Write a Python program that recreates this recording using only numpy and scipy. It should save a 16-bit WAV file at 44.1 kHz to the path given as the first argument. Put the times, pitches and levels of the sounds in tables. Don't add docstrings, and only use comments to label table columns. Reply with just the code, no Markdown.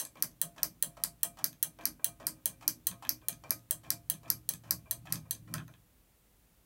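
import sys
import numpy as np
from scipy import signal
from scipy.fft import rfft, irfft
from scipy.io import wavfile
from scipy.ndimage import uniform_filter1d

SR = 44100
rng = np.random.default_rng(int(sys.argv[2]) if len(sys.argv) > 2 else 0)


def wrap_up_sound(samples):
    columns = np.atleast_2d(samples).T
    tamed = np.clip(columns, -1, 1)
    steps = np.round(tamed * 32767).astype(np.int16)
    wavfile.write(sys.argv[1], SR, steps)


def to_linear_factor(level_db):
    exponent = np.asarray(level_db, float) / 20
    return 10 ** exponent


N = 293265
LEAD = 2048

# f/Hz, level per Hz/dB
AIR = [(15, -33), (25, -8), (38, -18), (53, -2), (63, -14.5), (76, -18.5), (167, -19), (321, -27),
       (378, -27.5), (1470, -35.5), (3510, -37.5), (4990, -40.5), (6380, -39), (15200, -34.5), (16500, -38)]
AIR_DB = -65.5

# t/s, peak level/dB, 4-7 kHz share/dB, posts shake/dB, base shake/dB
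REAR = [(-.004, -18, -8.5, -71, -64), (0.4158, -17.5, -13.5, -80, -49.5), (0.8258, -16.5, -14, -68, -51),
        (1.2325, -16, -14, -64, -53), (1.6283, -16.5, -11.5, -65, -54.5), (2.0447, -17.5, -10, -57.5, -56),
        (2.4576, -18, -10, -59, -54.5), (2.87, -18, -10, -55.5, -49), (3.285, -21, -7.5, -59, -52.5),
        (3.7096, -18, -13.5, -61, -56.5), (4.0999, -18.5, -11, -78, -47), (4.4907, -20, -7.5, -64, -46.5),
        (4.9111, -21, -9, -52, -59), (5.3099, -22, -6.5, -55.5, -53)]
# f/Hz, width/Hz, level/dB
REAR_WOOD = [(1180, 710, -39), (2000, 183, -9), (2845, 31, -20), (3073, 87, -16), (4087, 78, -12),
             (6190, 250, 0.5), (7564, 195, 0), (8984, 255, 9.5), (10780, 152, 3.5), (11900, 440, 8),
             (13630, 480, 0), (15400, 670, 15.5), (15700, 490, 9)]
# f/Hz, level/dB, time to fall 60 dB/s
REAR_RING = [(1900, -21, 0.025), (3250, -17.5, 0.035), (6214, -16.5, 0.099), (6093, -20, 0.04),
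             (9870, -30.5, 0.013), (10713, -25.5, 0.028), (11260, -18, 0.0305)]
REAR_LOW_DB, REAR_TOP_DB = -23, 7
REAR_ROD_DB, REAR_ROD_DB_PER_S, REAR_TABLE_DB = -45.5, -0.95, -61
REAR_DAMPING, FRONT_DAMPING = 0.34, 0.28

# t/s, peak level/dB, 7-11 kHz share/dB, base shake/dB, table shake/dB
FRONT = [(0.2248, -15.5, -5.5, -54.5, -56.5), (0.632, -13, -11, -54.5, -56),
         (1.0379, -16, -1.5, -55.5, -63), (1.443, -14, -7.5, -54.5, -56), (1.855, -15, -7, -57.5, -51.5),
         (2.2689, -16, -4.5, -56.5, -52.5), (2.6792, -12.5, -6, -57, -52), (3.093, -13, -13, -67.5, -53.5),
         (3.5073, -13.5, -8, -57.5, -56), (3.9047, -15.5, -4, -55, -56), (4.3025, -13, -8, -54, -55),
         (4.709, -12.5, -9.5, -50, -56.5), (5.1247, -17, -4.5, -42.5, -54), (5.5402, -22, -6.5, -41, -48.5)]
# f/Hz, width/Hz, level/dB
FRONT_WOOD = [(1730, 144, -23.5), (2453, 580, -34), (4120, 930, -4), (4870, 303, 6.5), (5744, 420, -12.5),
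              (6240, 144, -5.5), (6930, 210, -13), (7700, 131, -7.5), (9090, 330, 5), (11040, 230, -5.5),
              (11850, 230, -29), (14050, 190, 3.5), (15500, 290, -27)]
FRONT_BODY_DB, FRONT_MID_DB, FRONT_ROD_DB = -32, -13.5, -48.5
SOFT_DULL, FIRM_DB = 0.6, -18
POSTS_DB, POSTS_DB_PER_S, NEAR_POST_S = -62.5, 4.5, 2.16

# f/Hz, level per Hz/dB
CRACK = [(900, -28), (1600, -10.5), (3000, -17), (5000, -0.5), (8000, 0), (12000, 0.5), (16000, -5)]
SAME_SPOT = 0.85
# f/Hz, level per Hz/dB
SCATTER = [(1200, -39), (2000, -15), (3500, -15), (5000, -6), (8000, 1.5), (12000, -3), (15000, -2.5),
           (16500, -0.5)]
SCATTER_DB, SCATTER_T60_S, SCATTER_BUILD_S = -25.5, 0.11, 0.0063

# f/Hz, level/dB, time to fall 60 dB/s
STAND_PARTS = [
    [(75, -11.5, 0.66), (116.8, -1, 0.35)],
    [(156.7, 2, 0.35), (184.9, -3, 0.202)],
    [(249, 2.5, 0.11), (310.8, -1.5, 0.27)],
]
# peak after the clack/s, rise/dB per s, fall/dB per s
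REAR_SWELL = [(.045, 251, 98), (0.043, 373, 264), (.045, 332, 203)]
FRONT_SWELL = [(0.04, 70, 90), (0.029, 158, 156), (0.017, 170, 137)]

# f/Hz, level/dB, time to fall 60 dB/s
ROD_NOTES = [(433, -30, 0.31), (539, -25, 0.42), (587.2, -17, 0.17), (643, -11, 0.082),
             (687.2, -13.5, 0.25), (849, -8.5, 0.026), (989, -6, 0.02), (1075, -10.5, 0.047),
             (1248, -20.5, 0.23), (1550, -10.5, 0.027), (1880, -22, 0.086), (2367, -12.5, 0.089)]
# t/s, rod shake/dB
NUDGES = [(0.0516, -73), (0.172, -74), (1.3908, -64), (1.991, -56), (2.060, -63), (2.360, -63),
          (2.500, -61), (2.6313, -63), (2.914, -53.5), (3.216, -54), (3.8502, -60), (4.2585, -56),
          (4.670, -61), (4.852, -53.5), (5.157, -59), (5.250, -53.5), (5.68, -60.5)]

# t/s, peak level/dB, 1.5-4 kHz share/dB, 4-7 kHz share/dB, 11-16 kHz share/dB
BOUNCES = [(0.0516, -21.5, -27, -10.5, -6), (0.3144, -59, -25, 6, -7), (1.5297, -51, -4, 6, 14),
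           (2.500, -50, -6, 6, -4), (2.914, -46.5, 3, 7, -4), (3.329, -49, -1.5, 13, -8),
           (3.593, -50, -19, 0, -6), (4.140, -49, -1, 11, -7), (4.5373, -25, -20, -9.5, 1),
           (5.157, -46.5, 1, 17.5, -2), (5.351, -48, -5, 9, 2), (5.555, -45, -2, -2, -7),
           (5.5817, -38.5, -0.5, -2, -4), (5.599, -60, 5, -4, -9), (5.68, -54, -3.5, 5.5, 14),
           (5.739, -57, 5, -1, -10)]
# t/s, peak level/dB, 1.5-4 kHz share/dB, 4-7 kHz share/dB
CATCHES = [(0.172, -55, 4, -6), (0.204, -58, -16, 5), (0.5825, -55.5, 14.5, 9), (1.210, -59, -9, -5),
           (1.3908, -52, -2, -3), (1.8113, -51.5, 4, -1), (1.838, -53, -14, 5), (2.229, -63, 11, 3),
           (2.6303, -61, 10, -8), (3.0509, -46.5, 9, 2), (3.071, -52, 1, 3), (3.217, -63, 5.5, -1),
           (3.495, -49, -26, 0), (3.8488, -60, 12, -4), (4.2587, -61, 10, -4), (4.672, -65, 1, -6),
           (5.0722, -54, 14, -4)]
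CATCH_TOP_DB = 8
# f/Hz, width/Hz, level/dB
TICK_WOOD = [(1070, 360, -14), (1570, 490, -18.5), (1700, 91, -22.5), (2505, 250, -14.5), (3200, 230, -14),
             (3910, 520, -2.5), (4840, 660, -4.5), (6250, 250, -9.5), (8340, 640, -2.5), (11290, 600, 2),
             (13160, 800, -2), (15000, 900, 0)]

# t/s, first tick/dB, scrape/dB, rod shake/dB
SLIPS = [(0.155, -60, -61.5, -53.5), (0.563, -59, -58.5, -55), (0.9693, -59.5, -67, -52.5),
         (1.3717, -57, -62, -59), (1.788, -52, -64, -49), (2.1997, -60, -58, -48.5), (2.61, -59, -60, -60),
         (3.024, -65, -59.5, -55.5), (3.4377, -51, -66.5, -50), (3.8344, -63.5, -60.5, -58),
         (4.232, -63, -59.5, -53.5), (4.637, -63, -60.5, -58.5), (5.0549, -76, -59, -75),
         (5.478, -65, -69, -55.5)]
# f/Hz, level per Hz/dB
SCRAPE_COLOUR = [(210, -46), (350, -34), (746, -1), (1240, -6.5), (1400, -11.5), (3180, -14), (3710, -18.5),
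                 (5810, -16), (14000, -25.5)]

# t/s, peak level/dB
BUMPS = [
    (5.4767, -50),
    (5.5414, -33),
    (5.5554, -57),
    (5.5794, -40.5),
    (5.6014, -39),
    (5.6194, -60),
    (5.68, -50),
    (5.7389, -66),
]
# f/Hz, level/dB, time to fall 60 dB/s
POST_NOTES = [(625, -11.5, 0.034), (1080, -3, 0.035), (1280, -2.5, 0.019), (1470, 3, 0.021),
              (1587, 1, 0.019), (1900, 0, 0.015), (2390, -8, 0.021), (3130, -5, 0.01)]

# t/s, level/dB
ECHOES = [
    (.0009, -16),
    (.0016, -8),
    (.0023, -9.5),
]
# f/Hz, time to fall 60 dB/s
ROOM_T60 = [(300, 0.14), (1000, 0.1), (3000, 0.15), (6000, 0.15), (12000, 0.15), (16000, 0.11)]
# f/Hz, level/dB
ROOM_DB = [(300, -1), (1500, -4), (4000, -13.5), (8000, -12), (16000, -21.5)]
# t/s, level/dB, spread/s
FAR_WALLS = [(.007, -10.5, 0.00098), (0.02, 3, 0.0016)]


def at_hz(points, hz):
    points = np.array(points)
    return np.interp(np.log(hz), np.log(points[:, 0]), points[:, 1])


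def sample(s):
    return LEAD + int(round(s * SR))


def coloured(points, size):
    hz = np.maximum(np.fft.rfftfreq(size, 1 / SR), 1)
    noise = irfft(rfft(rng.standard_normal(size)) * to_linear_factor(at_hz(points, hz)), size)
    return noise / noise.std()


def ring(force, hz, t60):
    r, w = to_linear_factor(-60 / (t60 * SR)), 2 * np.pi * hz / SR
    return signal.lfilter([0, np.sin(w)], [1, -2 * r * np.cos(w), r * r], force + 1e-18)


def fade(jolts, s):
    return signal.lfilter([1], [1, -np.exp(-1 / (s * SR))], jolts)


def highpass(x, order, hz):
    return signal.sosfilt(signal.butter(order, hz, "high", fs=SR, output="sos"), x)


def room_tone():
    return to_linear_factor(AIR_DB) * coloured(AIR, N)


def clacks(hits, wood, rings, lift_db, damping, crack_db):
    size = 8192
    out, t = np.zeros(N + LEAD + size), np.arange(size) / SR
    modes = [(hz, db, damping * 2.2 / width) for hz, width, db in wood] + list(rings)
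    hz, level_db, t60 = np.transpose(modes)[:, :, None]
    t60 = np.minimum(t60, 0.035)
    phase = rng.uniform(0, 2 * np.pi, hz.shape)
    spread = [[[0.005]], [[1.2]], [[0.3]]]
    chance = rng.standard_normal((len(hits), 3, len(modes), 1)) * spread
    contact = 1 - np.exp(-(t / 0.0006) ** 2)
    bins = np.maximum(np.fft.rfftfreq(size, 1 / SR), 1)
    spot = coloured(CRACK, size)
    for (s, peak_db, low_db, mid_db, top_db), (tune, force_db, turn) in zip(hits, chance):
        shares = [(3500, low_db + 14), (4300, mid_db + 8), (6500, mid_db + 8),
                  (7500, 0), (10900, 0), (11600, top_db)]
        loudness = to_linear_factor(level_db + at_hz(shares, hz) + force_db - 60 * t / t60)
        waves = loudness * np.sin(2 * np.pi * hz * (1 + tune) * t + phase + turn)
        tilt = to_linear_factor(at_hz(shares, bins))
        splinter = np.sqrt(SAME_SPOT) * spot + np.sqrt(1 - SAME_SPOT) * coloured(CRACK, size)
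        crack = irfft(rfft(splinter) * tilt) * to_linear_factor(crack_db - 60 * t / 0.003)
        wash = irfft(rfft(coloured(SCATTER, size)) * tilt) * to_linear_factor(SCATTER_DB - 60 * t / SCATTER_T60_S)
        wash *= 1 - np.exp(-t / SCATTER_BUILD_S)
        start = sample(s - 0.0007)
        out[start:start + size] += to_linear_factor(peak_db + lift_db) * contact * (waves.sum(axis=0) + crack + wash)
    return out[:N + LEAD]


def rear_clacks():
    hits = [(s, db, REAR_LOW_DB, mid_db, REAR_TOP_DB) for s, db, mid_db, *_ in REAR]
    return clacks(hits, REAR_WOOD, REAR_RING, lift_db=5.0, damping=REAR_DAMPING, crack_db=7.5)


def swell(s, db, shape):
    after_s, rise, fall = shape
    late = np.arange(-LEAD, N, 64)[:, None] / SR - s - after_s
    return (to_linear_factor(db + np.minimum(rise * late, -fall * late)) ** 2).sum(axis=1)


def stand():
    rear_s, _, _, rear_posts_db, rear_base_db = np.transpose(REAR)
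    front_s, _, _, front_base_db, front_table_db = np.transpose(FRONT)
    front_posts_db = POSTS_DB + POSTS_DB_PER_S * np.maximum(front_s - NEAR_POST_S, 0)
    rear_db = [rear_posts_db, rear_base_db, REAR_TABLE_DB]
    front_db = [front_posts_db, front_base_db, front_table_db]
    out = np.zeros(N + LEAD)
    for k, modes in enumerate(STAND_PARTS):
        power = swell(rear_s, rear_db[k], REAR_SWELL[k]) + swell(front_s, front_db[k], FRONT_SWELL[k])
        hum = sum(to_linear_factor(db) * ring(rng.standard_normal(N + LEAD), hz, t60) for hz, db, t60 in modes)
        hum = highpass(hum, 2, 0.78 * modes[0][0])
        even = np.sqrt(uniform_filter1d(hum ** 2, size=4000))
        gain = np.interp(np.arange(N + LEAD) / 64, np.arange(len(power)), np.sqrt(power))
        out += gain * hum / even
    return out


def wander(per_s):
    steps = rng.standard_normal(int((N + LEAD) / SR * per_s) + 2)
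    return np.interp(np.arange(N + LEAD) / SR * per_s, np.arange(len(steps)), steps)


def slipping(column):
    gain = np.zeros(N + LEAD)
    for slip, stop in zip(SLIPS, FRONT):
        start, end = sample(slip[0]), sample(stop[0])
        t = np.arange(end - start) / SR
        gain[start:end] = to_linear_factor(slip[column] - 123 * t)
    return gain


def rod():
    jolts = np.zeros(N + LEAD)
    blows = [(row[0], REAR_ROD_DB + REAR_ROD_DB_PER_S * row[0]) for row in REAR]
    blows += [(row[0], FRONT_ROD_DB) for row in FRONT]
    for s, db in blows + list(NUDGES):
        jolts[sample(s + 0.004)] = to_linear_factor(db)
    jostle = fade(jolts, 0.031) + slipping(3)
    rattle = to_linear_factor(2.5 * rng.exponential(1, N + LEAD)) * rng.choice([-1, 1], N + LEAD)
    rattle *= rng.random(N + LEAD) < 1200 / SR
    force = jostle * rattle / rattle.std() * to_linear_factor(-23.5)
    modes = sum(to_linear_factor(db) * ring(force * to_linear_factor(3.0 * wander(per_s=5)), hz, t60) for hz, db, t60 in ROD_NOTES)
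    return highpass(modes, 2, 350)


def light_ticks():
    ticks = list(BOUNCES) + [(*row, CATCH_TOP_DB) for row in CATCHES]
    return clacks(ticks, TICK_WOOD, [], lift_db=1.5, damping=0.92, crack_db=-0.5)


def scrape():
    grains = to_linear_factor(4.0 * rng.exponential(1, N + LEAD)) * (rng.random(N + LEAD) < 150 / SR)
    stutter = np.sqrt(fade(grains ** 2, 0.0079) + 0.11)
    gain = slipping(2) * stutter / stutter.mean()
    ticks = np.zeros(N + LEAD)
    ticks[[sample(row[0]) for row in SLIPS]] = to_linear_factor(np.array(SLIPS)[:, 1] + 2.5)
    gain += fade(ticks, 0.002)
    return gain * coloured(SCRAPE_COLOUR, N + LEAD)


def front_clacks():
    hits = []
    for s, db, edge_db, *_ in FRONT:
        top_db = SOFT_DULL * min(db - FIRM_DB, 0) - edge_db
        hits.append((s, db + edge_db, FRONT_BODY_DB - db - edge_db, FRONT_MID_DB - edge_db, top_db))
    return clacks(hits, FRONT_WOOD, [], lift_db=10.0, damping=FRONT_DAMPING, crack_db=6.0)


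def lower_post():
    at, out = [sample(s) for s, db in BUMPS], np.zeros(N + LEAD)
    chance_db = 3.0 * rng.standard_normal((len(BUMPS), len(POST_NOTES)))
    for k, (hz, level_db, t60) in enumerate(POST_NOTES):
        clicks = np.zeros(N + LEAD)
        clicks[at] = (-1) ** k * to_linear_factor(np.array(BUMPS)[:, 1] + level_db - 10.5 + chance_db[:, k])
        out += ring(clicks, hz, t60)
    return out


def room(x):
    size = 16384
    t, edges = np.arange(size) / SR, 200 * 2 ** np.arange(0, 6.6, 0.5)
    response, white = np.zeros(size), rng.standard_normal((2, size))
    for k, (low, high) in enumerate(zip(edges, edges[1:])):
        band = signal.sosfilt(signal.butter(2, [low, high], "band", fs=SR, output="sos"), white[k % 2])
        hz = np.sqrt(low * high)
        response += band * to_linear_factor(at_hz(ROOM_DB, hz) - 17 - 60 * t / at_hz(ROOM_T60, hz))
    response *= 1 - np.exp(-(t / 0.003) ** 2)
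    response *= to_linear_factor(sum(db * np.exp(-((t - s) / spread) ** 2) for s, db, spread in FAR_WALLS))
    response[0] = 1
    for s, db in ECHOES:
        response[int(s * SR)] += to_linear_factor(db)
    return signal.fftconvolve(x, response)[:len(x)]


def scene():
    toy = rear_clacks() + front_clacks() + light_ticks() + scrape() + lower_post()
    heard = room(toy) + rod() + stand()
    return (heard[LEAD:] + room_tone())[None]


def low_pass(x):
    return signal.sosfilt(signal.butter(12, 17080, fs=SR, output="sos"), x)


def record(dry):
    thin = highpass(dry, 4, 36)
    cut = signal.sosfilt(signal.cheby2(12, 40, 16350, fs=SR, output="sos"), thin)
    return low_pass(cut)


dry = scene()
out = record(dry)
wrap_up_sound(out)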